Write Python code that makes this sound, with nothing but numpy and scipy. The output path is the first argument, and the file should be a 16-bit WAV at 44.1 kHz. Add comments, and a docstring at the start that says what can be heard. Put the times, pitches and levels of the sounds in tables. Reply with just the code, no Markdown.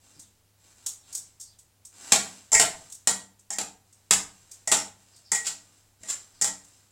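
"""Steel tongs click in the hand, then clink, knock and scrape in a steel saucepan of wet noodles.
Each touch is a burst of tiny impacts that sets tongs, damped pan base and pan wall ringing.
The noodles are a crackle of tiny pops that swells with each stroke of the tongs; soft bumps are dull thuds.
A small hard kitchen answers with echoes, over still air, a faint mains hum and a few faint falling chirps."""
import sys
import numpy as np
from scipy import signal
from scipy.fft import rfft, irfft
from scipy.io import wavfile

SR = 44100
rng = np.random.default_rng(int(sys.argv[2]) if len(sys.argv) > 2 else 0)


def master_out(mix):
    """Clip the mix to full scale and print it as 16-bit PCM to the path in sys.argv[1]."""
    frames = np.transpose(np.atleast_2d(mix))
    ceiling = np.clip(frames, -1, 1)
    pcm = np.round(ceiling * 32767).astype(np.int16)
    wavfile.write(sys.argv[1], SR, pcm)


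N = 304731
SIZE = 24000  # samples in one touch or echo pattern
BLOW = np.sqrt(0.02 * SR)  # turns an energy of one into a level of one held for 20 ms

# ringing of the pan wall: (pitch [Hz], relative level [dB], time to fall 60 dB [s])
WALL_RING = [(1912, 0, 0.17), (2010, -14, .05), (2100, -3, 0.06), (2020, -16, 0.085), (2363, -13, 0.09),
             (2400, -20, .07)]


def from_db(db):
    """Decibels to gain."""
    return 10 ** (np.asarray(db) / 20)


def unit(x):
    """Scale to an energy of one."""
    return x / np.sqrt(np.sum(x ** 2) + 1e-20)


def at_hz(points, hz):
    """Read a table between its points, along a log-frequency axis."""
    f, value = np.transpose(points)
    return np.interp(np.log(np.maximum(hz, 1)), np.log(f), value)


def colour(x, spectrum, size=4096):
    """Filter to the given spectrum, reacting as early as possible (minimum phase)."""
    hz = np.arange(size // 2 + 1) * SR / size
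    cepstrum = irfft(np.log(from_db(at_hz(spectrum, hz))))
    # folding the second half onto the first puts the response after the impulse, never before
    cepstrum[1:size // 2] *= 2
    cepstrum[size // 2 + 1:] = 0
    response = irfft(np.exp(rfft(cepstrum)))
    return signal.fftconvolve(x, response)[:len(x)]


def dying(t60):
    """Envelope that falls 60 dB in t60 seconds."""
    return np.exp(-np.log(1000) * np.arange(SIZE) / SR / max(t60, 1e-4))


def add(out, s, sound):
    """Mix a sound in at a time in seconds."""
    i = max(round(s * SR), 0)
    out[i:i + len(sound)] += sound[:max(N - i, 0)]


def through(force, response):
    """A force drives a response; the result has an energy of one."""
    return unit(signal.fftconvolve(force, response)[:SIZE])


def ring(modes, scatter_db=3.0):
    """Decaying sines; each touch lands elsewhere and weights them anew."""
    out = np.zeros(SIZE)
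    for hz, db, t60 in modes:
        length = min(int(max(t60, .005) * SR), SIZE)
        t = np.arange(length) / SR
        height = from_db(db + scatter_db * rng.standard_normal()) * rng.choice([-1, 1])
        decay = np.exp(-np.log(1000) * t / t60)
        out[:length] += height * decay * np.sin(2 * np.pi * hz * t)
    return unit(out)


def chatter(gap_s, rebound=0.63, count=5):
    """Metal on metal: each impact breaks into weaker rebounds (all-pass stages, so no colour is added)."""
    w = 2 * np.pi * np.arange(SIZE // 2 + 1) / SIZE  # radians per sample
    g = np.clip(rebound, .1, .85)
    gaps = gap_s * np.geomspace(.15, 1, count) * rng.uniform(.8, 1.2, count)
    force = 1
    for gap in gaps:
        delay = np.exp(-1j * w * max(round(gap * SR), 1))
        force = force * (delay - g) / (1 - g * delay)
    return irfft(force)


def diffuse_tail(build_s=0.0046):
    """Dense wall echoes build up quickly and die away, the lows lasting longest."""
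    # how long echoes last: (frequency [Hz], time to fall 60 dB [s])
    echo_times = [(125, 0.62), (300, 0.38), (800, 0.38), (2000, 0.33), (6000, 0.3), (14000, .27)]
    white = rfft(rng.standard_normal(SIZE))
    hz = np.arange(SIZE // 2 + 1) * SR / SIZE
    tail = 0
    for centre, t60 in echo_times:
        # each band fades out where its neighbours fade in
        share = at_hz([(f, f == centre) for f, _ in echo_times], hz)
        tail = tail + irfft(white * share) * dying(t60)
    build = 1 - np.exp(-np.arange(SIZE) / SR / build_s)
    return unit(tail * build)


def kitchen(wet_db=0.5, near_db=-3.0, near_s=.005, walls_db=-5.0, walls_s=.04, count=8):
    """Echoes from one spot: direct sound, reflections off pan and worktop, single wall echoes, then the tail."""
    echoes = from_db(wet_db) * diffuse_tail()
    for db, spread_s in (near_db, near_s), (walls_db, walls_s):
        arrivals = (rng.uniform(.15, 1, count) * spread_s * SR).astype(int)
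        echoes[arrivals] += from_db(db) * unit(rng.standard_normal(count))
    echoes[0] += 1
    return echoes


def background(floor_db=-66.5):
    """Still room air is coloured noise; an appliance hums at twice the mains rate and its octave."""
    # steady hum: (pitch [Hz], level [dB RMS])
    hum_tones = [(100, -70), (200, -87.5)]
    # colour of the room air: (frequency [Hz], relative level [dB per Hz])
    air_spectrum = [(12, -28.5), (20, -4), (48, -18), (70, -3.5), (113, -11), (234, -16), (698, -20.5),
                    (849, -18.5), (1000, -22), (1570, -24.5), (1860, -25), (3160, -25.5), (7520, -24),
                    (16000, -30)]
    t = np.arange(N) / SR
    hum = sum(from_db(db) * np.sqrt(2) * np.sin(2 * np.pi * hz * t) for hz, db in hum_tones)
    air = np.sqrt(N) * unit(colour(rng.standard_normal(N), air_spectrum))
    return hum + from_db(floor_db) * air


def stirring(attack_s=0.075, release_db_per_s=74):
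    """Each stroke swells, holds while the tongs move and dies away as things settle; strokes add in power."""
    # strokes, sliding in the hand at first, then through noodles: (start [s], length [s], relative level [dB])
    strokes = [(-.02, 0.13, -58.5), (0.568, 0.33, -60), (1.023, 0.12, -54), (1.904, 0.11, -49.5),
               (1.988, 0.23, -42), (2.605, 0.22, -53.5), (3.8, .28, -69.5), (4.26, 0.32, -60),
               (4.92, 0.29, -61.5), (5.553, 0.2, -62), (5.984, 0.16, -50.5), (6.283, 0.5, -61)]
    t = np.arange(N) / SR
    power = 0
    for s, length, db in strokes:
        swell = np.clip((t - s) / attack_s, 0, 1)
        settled_db = db - release_db_per_s * np.maximum(t - s - length, 0)
        power = power + (swell * from_db(settled_db)) ** 2
    return np.sqrt(power)


def noodles(pops_per_s=3500, spread_db=5.0, level_db=-1.5, slide_db=-6.5):
    """Wet strands part in a fine crackle of tiny pops, and the sliding tongs sing faintly."""
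    # colour of the wet crackle: (frequency [Hz], relative level [dB per Hz])
    wet_spectrum = [(88, -42), (150, -6), (190, -5), (494, -10), (821, -6), (905, -8.5), (1940, -9),
                    (2700, -11), (3700, -7.5), (4320, -8), (7180, -2), (16000, -31)]
    # colour of tongs sliding on steel: (frequency [Hz], relative level [dB per Hz])
    slide_spectrum = [(3000, -32), (6300, -14.5), (7050, -2.5), (7500, -1.5), (8300, -11), (9500, -27)]
    happens = rng.random(N) < pops_per_s / SR
    size_db = spread_db * np.minimum(rng.exponential(1, N), 4)  # mostly small pops, a few large
    pops = happens * rng.choice([-1, 1], N) * from_db(size_db)
    crackle = unit(colour(pops, wet_spectrum))
    slide = from_db(slide_db) * unit(colour(pops, slide_spectrum))
    moving = from_db(level_db) * stirring() * np.sqrt(N) * (crackle + slide)
    return signal.fftconvolve(moving, unit(kitchen()))[:N]


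def chirps(fall_oct_per_s=1.8, width_hz=800, level_db=-1.0, room_db=1.0):
    """Thin, rough whistles glide down, heard mostly through the room; slow noise roughens each sine."""
    # faint high chirps: (start [s], length [s], starting pitch [Hz], relative level [dB])
    whistles = [(.13, 0.065, 5250, -61.5), (0.215, 0.069, 3830, -67), (0.989, 0.13, 4080, -67),
                (1.421, 0.094, 5200, -58), (1.508, 0.059, 3830, -68), (5.117, 0.073, 5020, -58),
                (5.233, .08, 5210, -55.5), (6.32, 0.12, 5100, -62)]
    out = np.zeros(N)
    t = np.arange(SIZE) / SR
    lowpass = signal.butter(2, width_hz / 2, fs=SR, output="sos")
    for s, length, hz, db in whistles:
        pitch = hz * 2 ** (-fall_oct_per_s * t)
        phase = 2 * np.pi * np.cumsum(pitch) / SR
        slow_noise = signal.sosfilt(lowpass, rng.standard_normal(SIZE))
        rough = np.sqrt(2 * SIZE) * unit(slow_noise)
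        envelope = np.sin(np.pi * np.minimum(t / length, 1))
        add(out, s, from_db(db + level_db) * envelope * rough * np.sin(phase))
    return signal.fftconvolve(out, unit(kitchen(wet_db=room_db)))[:N]


def bumps():
    """Something soft is nudged as the tongs are moved: a dull thud and its echoes."""
    # soft bumps: (time [s], level over 20 ms [dB])
    nudges = [(.165, -56), (6.01, -58)]
    # colour of a bump: (frequency [Hz], relative level [dB per Hz])
    dull_spectrum = [(40, -4), (150, -3), (290, 1), (450, -20), (1500, -32), (6000, -43)]
    out = np.zeros(N)
    for s, db in nudges:
        add(out, s, BLOW * from_db(db) * unit(colour(kitchen(), dull_spectrum)))
    return out


def clicks(gap_s=.002, tick_db=-14.0, spring_db=-22.5, clack_db=-4.5):
    """Held in the hand the tongs rattle briefly and their spring rings."""
    # clicks of arms and spring: (time [s], bright tick relative level [dB], dull clack relative level [dB])
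    touches = [(0.1936, -31.5, -59), (0.862, -14, -35.5), (1.1262, -25.5, -66), (1.149, -15.5, -53),
               (1.3985, -30.5, -67), (1.4096, -26.5, -61), (1.587, -38, -64), (1.85, -30.5, -62),
               (2.898, -35, -58), (2.9214, -25, -52), (3.392, -43.5, -73), (3.926, -41.5, -70.5),
               (4.5133, -28.5, -61.5), (5.161, -40.5, -63), (6.645, -40, -73)]
    # colour of the bright tick: (frequency [Hz], relative level [dB per Hz])
    tick_spectrum = [(300, -30.5), (3000, -31.5), (4500, -14), (5600, -8.5), (6800, -2), (8300, -2),
                     (9200, -9.5), (11000, -16), (15500, -25.5)]
    # colour of the dull clack: (frequency [Hz], relative level [dB per Hz])
    clack_spectrum = [(150, -19.5), (500, -15), (900, -4.5), (1400, -9.5), (2400, -12.5), (3700, 8.5),
                      (5000, 9), (8000, -10), (15000, -20)]
    # ringing of arms and spring: (pitch [Hz], relative level [dB], time to fall 60 dB [s])
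    spring_modes = [(3700, -14, 0.054), (4800, -9, 0.092), (5580, -1, 0.066), (6150, -5, 0.043),
                    (6800, 0.5, .05), (7000, -5, 0.035), (7700, 2.5, .05), (8400, -2, .08),
                    (8300, 3.5, .08), (8150, -11.5, 0.046), (9970, -16, 0.085), (11400, -14.5, 0.068)]
    out = np.zeros(N)
    for s, bright_db, dull_db in touches:
        heard = through(chatter(gap_s), kitchen(wet_db=-1.0))
        tick = from_db(tick_db) * unit(colour(heard, tick_spectrum))
        spring = from_db(spring_db) * through(heard, ring(spring_modes))
        clack = from_db(clack_db) * unit(colour(heard, clack_spectrum))
        add(out, s, from_db(bright_db) * (tick + spring) + from_db(dull_db) * clack)
    return BLOW * out


def tongs(heard, pitch_hz, crowd_db=-14.5, ring_db=-22.0, favour_db=31.5):
    """A bright crowd of damped modes; the grip favours the long ones near one pitch (dB per octave away)."""
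    # long ringing of the tongs: (pitch [Hz], relative level [dB], time to fall 60 dB [s])
    tong_modes = [(5490, -3.5, 0.14), (5900, -7, 0.068), (6300, -0.5, 0.099), (6400, -4.5, 0.088),
                  (7020, 1.5, 0.027), (7400, 8.5, 0.025), (8080, -8.5, 0.02), (7900, -4, 0.066),
                  (8050, -3.5, 0.11), (8700, -7.5, 0.075)]
    # colour of the crowd of brief modes: (frequency [Hz], relative level [dB per Hz])
    clink_spectrum = [(60, -61), (300, -46.5), (2000, -29), (4000, -18), (5200, -4.5), (6200, -4.5),
                      (7300, 6), (8300, -5.5), (9500, -10.5), (11500, -24), (15500, -32.5)]
    modes = []
    for hz, db, t60 in tong_modes:
        octaves_away = abs(np.log2(hz / pitch_hz))
        modes.append((hz, db - favour_db * octaves_away, t60))
    crowd = from_db(crowd_db) * unit(colour(heard, clink_spectrum))
    return crowd + from_db(ring_db) * through(heard, ring(modes))


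def body(heard, ring_db=-4.5, t60=0.072, count=40):
    """The food-damped pan: a broad knock and many brief modes that depend on where it is hit."""
    # colour of the knock: (frequency [Hz], relative level [dB per Hz])
    knock_spectrum = [(30, -31.5), (90, -12.5), (190, -4.5), (370, -7), (460, 0.5), (540, -8), (780, -2),
                      (1150, -3.5), (1700, -1), (2500, -2), (3400, -0.5), (5000, 1.5), (9000, -4),
                      (15500, -26)]
    pitches = (np.arange(count) + rng.random(count)) / count * 5400 + 600  # 600 to 6000 Hz
    modes = [(hz, at_hz(knock_spectrum, hz), t60) for hz in pitches]
    knock = unit(colour(heard, knock_spectrum))
    return unit(knock + from_db(ring_db) * through(heard, ring(modes)))


def strikes(gap_s=.0007, room_db=1.35, body_db=-1.0, base_ring_db=-3.0, wall_ring_db=-5.5,
            hob_db=-29.6, hob_follows=0.58):
    """The tips land and settle within milliseconds; one force drives tongs, pan and the hob under it."""
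    # tongs strike the pan; the spot they hit decides how much base and wall ring, levels are relative:
    # (time [s], clink [dB], knock [dB], base ring [dB], wall ring [dB], favoured tong pitch [Hz])
    hits = [(2.1205, -1, -14, -24.5, -33, 6760), (2.518, -12, -37, -39, -40, 6820),
            (2.528, -9, -37, -23.5, -36.5, 6510), (2.5968, 0, -16.5, -24.5, -45.5, 7400),
            (2.6147, -12, -24.5, -23.5, -40, 7700), (3.0723, -1, -20, -30.5, -30, 7360),
            (3.5038, -16, -40.5, -40, -41, 6800), (3.5844, -14.5, -28, -33.5, -55, 7400),
            (4.1087, 1, -16, -41, -31, 7350), (4.674, -9.5, -35.5, -34, -29, 8000),
            (4.7155, -5.5, -22, -25.5, -42, 8100), (4.7214, -6, -19.5, -31.5, -32.5, 7400),
            (4.768, -13.5, -54.5, -48, -45.5, 5400), (5.3174, -5, -30, -32, -22.5, 8500),
            (5.4664, -12.5, -53.5, -57, -58, 7420), (5.492, -30, -49, -47.5, -56, 7400),
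            (6.033, -32.5, -50, -52, -47, 7400), (6.4128, -10, -35, -43, -35, 7300),
            (6.4208, -5, -44, -38, -36, 7440), (6.4437, -8.5, -30, -38.5, -36.5, 7400)]
    # ringing of the pan base: (pitch [Hz], relative level [dB], time to fall 60 dB [s])
    base_modes = [(458, -13, 0.14), (648, -3, .1), (662, -9.5, 0.074), (775, -4, .08), (819, -3, 0.11),
                  (888, -4, 0.12), (1358, -10.5, .1)]
    # the pan rocks on the hob: (pitch [Hz], relative level [dB], time to fall 60 dB [s])
    thump_modes = [(93, -11.5, 0.1), (193.5, 5, 0.25), (202, -9.5, 0.11), (290, -3, 0.39)]
    out = np.zeros(N)
    for s, clink_db, knock_db, base_db, wall_db, pitch_hz in hits:
        heard = through(chatter(gap_s), kitchen(wet_db=room_db))
        add(out, s, from_db(clink_db) * tongs(heard, pitch_hz))
        add(out, s, from_db(knock_db + body_db) * body(heard))
        add(out, s, from_db(base_db + base_ring_db) * through(heard, ring(base_modes)))
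        add(out, s, from_db(wall_db + wall_ring_db) * through(heard, ring(WALL_RING)))
        thump_db = hob_db + hob_follows * knock_db  # a harder knock rocks the pan more
        add(out, s, from_db(thump_db) * through(heard, ring(thump_modes)))
    return BLOW * out


def scrapes(slips_per_s=500, gap_s=.0007, uneven_db=3.5, pitch_hz=7400, wall_ring_db=-1.0, count=40):
    """The tips stick and slip unevenly, harder and harder until they let go."""
    # the tips drag over the steel, levels are relative:
    # (start [s], length [s], clink [dB], rasp [dB], wall ring [dB])
    drags = [(2.523, 0.0094, -3, -39, -44), (2.537, 0.015, 1.5, -32, -18.5), (3.525, 0.0081, -18, -53, -46),
             (5.336, 0.027, -10.5, -34.5, -38), (5.438, .034, -16, -30.5, -48),
             (5.47, 0.017, -25, -36.5, -57), (6.071, 0.038, -11.5, -33.5, -47)]
    # colour of the pan under a dragging tip: (frequency [Hz], relative level [dB per Hz])
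    rasp_spectrum = [(60, -27), (200, -11), (800, -9), (1200, -3), (2000, -3.5), (3800, 2.5), (5500, 7),
                     (9000, -12), (15500, -22.5)]
    out = np.zeros(N)
    for s, length, clink_db, rasp_db, wall_db in drags:
        when = np.cumsum(rng.uniform(.2, 1.8, count)) / slips_per_s
        growth = (when < length) * when / length
        strength = growth * from_db(uneven_db * rng.standard_normal(count))
        slips = np.bincount((when * SR).astype(int), strength, SIZE)[:SIZE]
        heard = through(through(slips, chatter(gap_s)), kitchen())
        add(out, s, from_db(clink_db) * tongs(heard, pitch_hz))
        add(out, s, from_db(rasp_db) * unit(colour(heard, rasp_spectrum)))
        add(out, s, from_db(wall_db + wall_ring_db) * through(heard, ring(WALL_RING)))
    return BLOW * out


def scene():
    """All the sounds add up in one channel."""
    mix = background() + noodles() + chirps() + bumps() + clicks() + strikes() + scrapes()
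    return mix[None]


def record(dry, cutoff_hz=16000):
    """The hardest peaks are rounded and the top is cut."""
    rounded = 1.2 * np.tanh(dry / 1.2)
    lowpass = signal.ellip(10, .2, 80, cutoff_hz, fs=SR, output="sos")
    return signal.sosfilt(lowpass, rounded)


dry = scene()
out = record(dry)
master_out(out)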